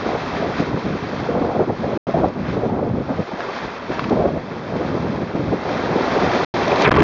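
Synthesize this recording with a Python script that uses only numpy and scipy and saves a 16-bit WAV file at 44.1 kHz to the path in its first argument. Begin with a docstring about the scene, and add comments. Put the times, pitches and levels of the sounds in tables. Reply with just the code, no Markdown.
"""Gusts of air buffet a camera's waterproof case as a rider shoots down a water slide tube.
Eddies strike the case as pressure pulses, heard as rumble and roar, and shed vortices howl.
Water rushes and fizzes under the legs, stray drops ring the case and the run-out throws up spray.
At the end the case plunges into the pool among large resonating bubbles.
The sound cuts out a few times."""
import sys
import numpy as np
from scipy import signal
from scipy.fft import rfft, irfft, next_fast_len
from scipy.io import wavfile
from scipy.ndimage import uniform_filter1d, map_coordinates

SR = 44100
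rng = np.random.default_rng(int(sys.argv[2]) if len(sys.argv) > 2 else 0)


def output_pcm(signal):
    """Save a mono or channel-first signal as 16-bit PCM at the path in sys.argv[1].

    Samples are clipped to [-1, 1] before scaling.
    """
    pcm = np.clip(np.atleast_2d(signal).T, -1, 1) * 32767
    wavfile.write(sys.argv[1], SR, np.round(pcm).astype(np.int16))


N = 310023
TIME = np.arange(N) / SR
UNDER_S, SINK_S = 6.89, 0.047  # when the case is fully under water; how long it takes to sink


def amp(db):
    """Decibels to amplitude gain."""
    return 10 ** (np.asarray(db) / 20)


def unit(x):
    """Scale to rms 1."""
    return x / np.sqrt(np.mean(x ** 2) + 1e-20)


def wobble(rate):
    """A smooth random curve with rate knots a second."""
    return map_coordinates(rng.standard_normal(int(N * rate / SR) + 4), [TIME * rate])


def held(start, end, attack, release):
    """A trapezoidal envelope that reaches 1 at start and holds until end."""
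    return np.clip(np.minimum(1 + (TIME - start) / attack, 1 - (TIME - end) / release), 0, 1)


def submerged():
    """A ramp from 0 to 1 as the case sinks into the pool."""
    return np.clip(1 + (TIME - UNDER_S) / SINK_S, 0, 1)


def filtered(x, response):
    """Linear filtering: the spectrum of x is multiplied by a frequency response."""
    size = next_fast_len(N + SR // 2)
    return irfft(rfft(x, size) * response(np.fft.rfftfreq(size, 1 / SR)), size)[:N]


def coloured(x, spectrum):
    """Spectral shaping of x through (Hz, dB) points, scaled to rms 1."""
    points_hz, db = np.transpose(spectrum)
    return unit(filtered(x, lambda hz: amp(np.interp(np.log(hz + 1), np.log(points_hz), db))))


def soft_clip(x, ceiling, order):
    """Saturation: peaks are rounded off near the ceiling."""
    return x / (1 + np.abs(x / ceiling) ** order) ** (1 / order)


def add(track, s, sound):
    """Superposition: a sound joins the track from s seconds on."""
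    start = max(round(s * SR), 0)
    track[start:start + len(sound)] += sound[:max(N - start, 0)]


def impulses(count, spread_db):
    """Shot noise: randomly timed pulses of either sign and uneven size."""
    when, size, sign = rng.random((count, 3)).T
    pulses = np.sign(sign - .5) * amp(spread_db * size)
    return unit(np.bincount((when * N).astype(int), pulses, N))


def bubble(t, hz, t60, rise):
    """A bubble is a damped oscillator whose pitch rises as it nears the surface."""
    return np.sin(2 * np.pi * hz * t * (1 + rise * t / t60)) * amp(-60 * t / t60)


def bubble_cloud(count, centre_hz, octaves, cycles, spread_db):
    """Small bubbles of equal damping ratio all ring for the same number of cycles."""
    when, pitch, size = rng.random((count, 3)).T[:, :, None]
    hz = centre_hz * 2 ** (octaves * (2 * pitch - 1))
    steps = np.arange(SR // 30)
    rings = amp(spread_db * size ** 2) * np.sqrt(hz) * bubble(steps / SR, hz, cycles / hz, rise=.12)
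    samples = (when * N).astype(int) + steps
    return unit(np.bincount(samples.ravel(), rings.ravel(), N)[:N])


def drops(ring_db=-16, splat_db=-8.5, splat_t60_s=0.015):
    """Impact excitation: each drop makes a noisy splat and rings the modes of the case."""
    # Each row: start in seconds, level in dB, centre of the splat in Hz (higher for small drops).
    impacts = [(2.284, -23.5, 3900), (2.497, -17.5, 1980), (3.405, -14.5, 1690), (3.919, -16, 1490),
               (3.9935, -4.5, 1500), (4.041, -9, 1700), (4.096, -16, 4300), (6.68, -11, 3750),
               (6.759, -7, 2500), (6.821, -3, 4200), (6.877, -6, 1190), (6.9154, 0.5, 1480),
               (6.965, -7, 1500)]
    # Each row: frequency of a mode in Hz, relative level in dB, time to decay by 60 dB in seconds.
    case_modes = [(1105, 4.5, 0.022), (1800, -2, 0.022), (2345, -1.5, 0.0089), (4000, -14, 0.0071),
                  (4980, -4, 0.019)]
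    out, t = np.zeros(N), np.arange(SR // 12) / SR
    onset = 1 - np.exp(-t / 0.00014)
    for s, db, centre_hz in impacts:
        ring = np.zeros(len(t))
        for hz, mode_db, t60 in case_modes:
            decay = amp(mode_db + rng.normal(0, 2.6) - 60 * t / t60)
            ring += decay * np.sin(2 * np.pi * hz * (t + rng.random()))
        band = signal.butter(2, [centre_hz / 2, centre_hz * np.sqrt(3)], "band", fs=SR)
        splat = amp(-60 * t / splat_t60_s) * unit(signal.lfilter(*band, rng.standard_normal(len(t))))
        add(out, s, amp(db) * (amp(ring_db) * ring + amp(splat_db) * splat) * onset)
    return signal.lfilter(*signal.butter(3, 4300, fs=SR), out)  # the wall muffles every tap


def gulps():
    """Bubble resonance: large pockets of trapped air ring, most of them in the plunge."""
    # Each row: start in seconds, level in dB, initial pitch in Hz, time to decay by 60 dB in seconds.
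    air_pockets = [(3.486, -17.5, 1110, 0.051), (3.484, -19, 373, 0.071), (6.718, -8.5, 2390, 0.016),
                   (6.848, -7.5, 920, 0.04), (6.858, -10, 2430, 0.024), (6.876, -3.5, 384, 0.033),
                   (6.975, -8, 1098, 0.061), (6.981, -4.5, 405.5, .12), (7.007, -4, 315, 0.15)]
    out, t = np.zeros(N), np.arange(SR // 5) / SR
    onset = 1 - np.exp(-t / 0.00091)
    for s, db, hz, t60 in air_pockets:
        add(out, s, amp(db) * bubble(t, hz, t60, rise=0.11) * onset)
    return out


def pool_churn(start_db=-15, growth_db_per_s=34.5):
    """Turbulent pressure in the pool acts directly on the case, harder as it goes deeper."""
    # Each row: frequency in Hz, relative spectral density in dB.
    churn_spectrum = [(20, -22.5), (60, -0.5), (140, 2.5), (300, 0.5), (600, -5.5), (1200, -9.5),
                      (2000, -12), (3200, -18), (4200, -36), (7000, -62.5)]
    churn = coloured(impulses(count=3000, spread_db=11.5), churn_spectrum)
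    churn_db = start_db + growth_db_per_s * np.maximum(TIME - UNDER_S, 0)
    return submerged() * amp(churn_db) * churn


def splash(start_s=6.848, end_s=6.875, level_db=-15.5, fall_octaves_per_s=20):
    """Cavity resonance: the splash that closes over the case falls in pitch as its cavity grows."""
    # Each row: frequency in Hz, relative spectral density in dB, both before the fall.
    splash_spectrum = [(300, -25), (900, -2.5), (1400, -0.5), (2800, -1.5), (3600, -8), (5000, -26),
                       (7000, -44)]
    burst = coloured(impulses(count=20000, spread_db=10), splash_spectrum)
    speed = 2 ** (-fall_octaves_per_s * np.maximum(TIME - start_s, 0))
    falling = map_coordinates(burst, [np.cumsum(speed)], order=1, mode="mirror")
    return amp(level_db) * held(start_s, end_s, attack=0.0046, release=.02) * falling


def water(surge_width_s=0.032, spray_swing=1.16):
    """Flow noise: one stream drives both a rush full of bubbles and a patter of fine spray."""
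    # The flow under the rider. Each row: time in seconds, strength in dB.
    flow = [(0, -32.5), (.6, -32.5), (.75, -35), (1.2, -34), (1.7, -39.5), (1.88, -36), (2.14, -36.5),
            (2.32, -41), (2.55, -37), (2.83, -44), (3.58, -32), (3.84, -37.5), (4.0, -34), (4.4, -40),
            (4.85, -35.5), (5.35, -37.5), (6.12, -27.5), (6.7, -26.5)]
    # The legs plough up water, hardest at the pool. Each row: peak time in seconds, boost in dB.
    surges = [(.1, 2.5), (.355, 2), (.595, 3), (2.5, 3.5), (3.41, 1), (3.93, 3), (5.74, 2.5), (6.37, 1.5),
              (6.825, 4.5)]
    # Each row of both spectra: frequency in Hz, relative spectral density in dB.
    rush_spectrum = [(40, -18.5), (120, -6), (230, 1.5), (400, -2), (700, -1), (1100, -2), (1700, -6),
                     (2500, -13.5), (3500, -19.5), (7000, -46.5)]
    spray_spectrum = [(800, -27), (2000, 7), (3200, 2.5), (4200, 1), (5500, -4), (6500, -11), (7200, -20.5),
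                      (7800, -30)]
    flow_db = np.interp(TIME, *np.transpose(flow))
    surge_db = sum(db * np.exp(-((TIME - s) / surge_width_s) ** 2) for s, db in surges)
    swing_db = flow_db - flow_db.mean() + surge_db + .7 * wobble(35)
    foam = bubble_cloud(count=3000, centre_hz=1102.6, octaves=1.707, cycles=22.2, spread_db=3.5)
    rush = coloured(rng.standard_normal(N) + 0.34 * foam, rush_spectrum)
    spray = coloured(rng.standard_normal(N) + 0.53 * impulses(count=6000, spread_db=19), spray_spectrum)
    # Submersion takes far more from the spray than from the rush.
    rush_db = 5.5 + swing_db - submerged()
    spray_db = -6.5 + spray_swing * swing_db - 17 * submerged()
    return amp(flow_db.mean()) * (amp(rush_db) * rush + amp(spray_db) * spray)


def buffets(swell_s=0.0056, pitch_spread=0.19):
    """Forced vibration: a strong vortex shakes the case for a few uneven cycles."""
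    # Each row: start in seconds, relative level in dB, pitch in Hz.
    blows = [(0.422, -11, 700), (0.599, -10.5, 216), (0.849, -13, 186.6), (1.286, -7.5, 542),
             (1.412, -5, 226), (1.59, -8, 685), (1.61, -8, 345), (1.673, -10.5, 331), (1.696, -9.5, 537),
             (2.14, -5, 676), (2.298, -18, 415), (2.561, -11, 355), (2.629, -12.5, 440), (2.72, -9, 241),
             (3.1, -8, 285), (3.188, -10.5, 172), (3.331, -16, 195), (4.105, -7, 329), (4.123, -5, 265),
             (4.237, -8, 541), (4.941, -9, 380), (5.528, -5, 497), (5.954, -5, 388), (6.161, -8.5, 441),
             (6.232, -6.5, 403)]
    out, t = np.zeros(N), np.arange(SR // 12) / SR
    envelope = (t / swell_s * np.exp(1 - t / swell_s)) ** 2
    for s, db, hz in blows:
        waver = map_coordinates(rng.standard_normal(size=40), [t * 300], mode="nearest")
        phase = 2 * np.pi * np.cumsum(hz * np.exp(pitch_spread * waver)) / SR
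        add(out, s, amp(db - 4.5) * envelope * np.sin(phase))
    return signal.lfilter(*signal.butter(3, 900, fs=SR), out)  # a soft blow has no treble


def airflow(breeze_rumble_db=-34, breeze_roar_db=-35):
    """Unsteady flow: gusts overtake a steady breeze, giving rumble and roar envelopes in dB."""
    # Each row: start and end in seconds, strength of large eddies (rumble) and small ones (roar) in dB.
    gusts = [(0.061, .16, -31, -22.5), (0.338, 0.523, -31, -26.5), (0.595, 0.628, -26, -24.5),
             (0.677, .78, -23.5, -27), (.85, 0.957, -25, -28.5), (1.03, 1.059, -27, -30),
             (1.134, 1.241, -28, -28), (1.301, 1.414, -27, -21.5), (1.44, 1.543, -27, -22.5),
             (1.571, 1.627, -23, -19.5), (1.691, 1.716, -24, -21.5), (1.798, 2.112, -27.5, -24),
             (2.145, 2.273, -23, -19.5), (2.362, 2.543, -27, -28.5), (2.578, 2.878, -25.5, -23),
             (2.9, 3.013, -23.5, -27), (3.099, 3.119, -25, -20), (3.177, 3.207, -23.5, -26),
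             (3.32, 3.552, -50, -33.5), (3.639, 3.669, -31.5, -40), (3.899, 3.917, -30, -26),
             (3.973, 4.092, -29, -42), (4.114, 4.277, -24.5, -19.5), (4.3, 4.377, -24.5, -25),
             (4.698, 4.983, -28, -25.5), (5.002, 5.234, -26, -26), (5.347, 5.569, -24, -27),
             (5.659, 5.868, -31, -25.5), (5.898, 6.418, -30, -23), (6.221, 6.267, -22.5, -19.5),
             (6.539, 6.703, -29, -25), (6.71, 6.88, -29, -20)]
    lee_db = -14 * held(3.23, 3.75, attack=.03, release=.15)  # the case is briefly out of the airflow
    rumble, roar = amp(breeze_rumble_db + lee_db), amp(breeze_roar_db + lee_db)
    for start, end, rumble_db, roar_db in gusts:
        gust = held(start, end, attack=.02, release=0.03445)
        rumble = np.maximum(rumble, amp(rumble_db) * gust)
        roar = np.maximum(roar, amp(roar_db) * gust)
    return 20 * np.log10(rumble), 20 * np.log10(roar)


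def air(base_shed_hz=538.4, octaves_per_db=0.02, howl_ratio=1.17, howl_growth=0.55):
    """Turbulence hits the case as pressure pulses; in strong gusts, regular vortex shedding howls."""
    # Each row of both spectra: frequency in Hz, relative spectral density in dB.
    rumble_spectrum = [(20, -39), (35, -20.5), (60, -8), (110, -1.5), (170, 0.5), (230, 1), (330, -6),
                       (600, -21.5), (1500, -65)]
    roar_spectrum = [(60, -29.5), (200, -5.5), (350, 3.5), (520, 2.5), (700, -5), (950, -9), (1400, -18),
                     (3000, -59)]
    rumble_db, roar_db = airflow()
    # Shedding quickens as the roar outgrows the rumble.
    shed_hz = base_shed_hz * 2 ** (octaves_per_db * (roar_db - rumble_db) + .06 * wobble(14))
    flurry = wobble(75)
    flutter_db = 0.81 * wobble(70) + 0.56 * wobble(20)
    rumble = unit(amp(flutter_db) * coloured(impulses(count=4000, spread_db=7), rumble_spectrum))
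    eddies = coloured(impulses(count=6000, spread_db=4), roar_spectrum)
    # Faster air carries the same eddies past sooner, so the roar rises in pitch.
    travel = np.cumsum(shed_hz / shed_hz.mean())
    roar = unit(amp(2.5 * flurry) * map_coordinates(eddies, [travel], order=1, mode="mirror"))
    howl_hz = howl_ratio * shed_hz * np.exp(.13 * wobble(60))
    phase = 2 * np.pi * np.cumsum(howl_hz) / SR
    howl = unit(amp(3.5 * flurry) * np.sin(phase + 0.94 * wobble(260)))
    # The howl fades faster than the roar when a gust lets go.
    howl_db = roar_db + howl_growth * np.minimum(roar_db + 18, 0) - 3.5
    return amp(rumble_db + 1.5) * rumble + amp(roar_db - 0.5) * roar + amp(howl_db) * howl


def scene():
    """The sources superpose at the case, whose wall yields only so far under wind and pool."""
    pressure = soft_clip(air() + buffets() + pool_churn() + gulps(), ceiling=0.65, order=5)
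    return (water() + splash() + pressure + drops())[None]


def record(dry, notch_hz=2885, notch_width_hz=95, mic_cutoff_hz=7330):
    """Band limiting and overload: the microphone has a notch and little treble; the camera cuts out."""
    # Each row: start and end of a silence in seconds.
    dropouts = [(1.9757, 2.069), (6.4476, 6.5402), (6.896, 6.9078), (6.9321, 6.9395)]
    notch = lambda hz: (notch_hz ** 2 - hz ** 2) / (notch_hz ** 2 - hz ** 2 + 2j * hz * notch_width_hz)
    live = 1. - sum((TIME > start) & (TIME < end) for start, end in dropouts)
    x = filtered(dry[0], notch) * uniform_filter1d(live, size=40)
    x = filtered(x, lambda hz: 1 / np.sqrt(1 + (hz / mic_cutoff_hz) ** 70))
    x = soft_clip(x, ceiling=.72, order=12)  # the plunge overloads the camera
    return filtered(x, lambda hz: (hz < 16000) / np.sqrt(1 + (hz / 9000) ** 4))[None]


dry = scene()
out = record(dry)
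output_pcm(out)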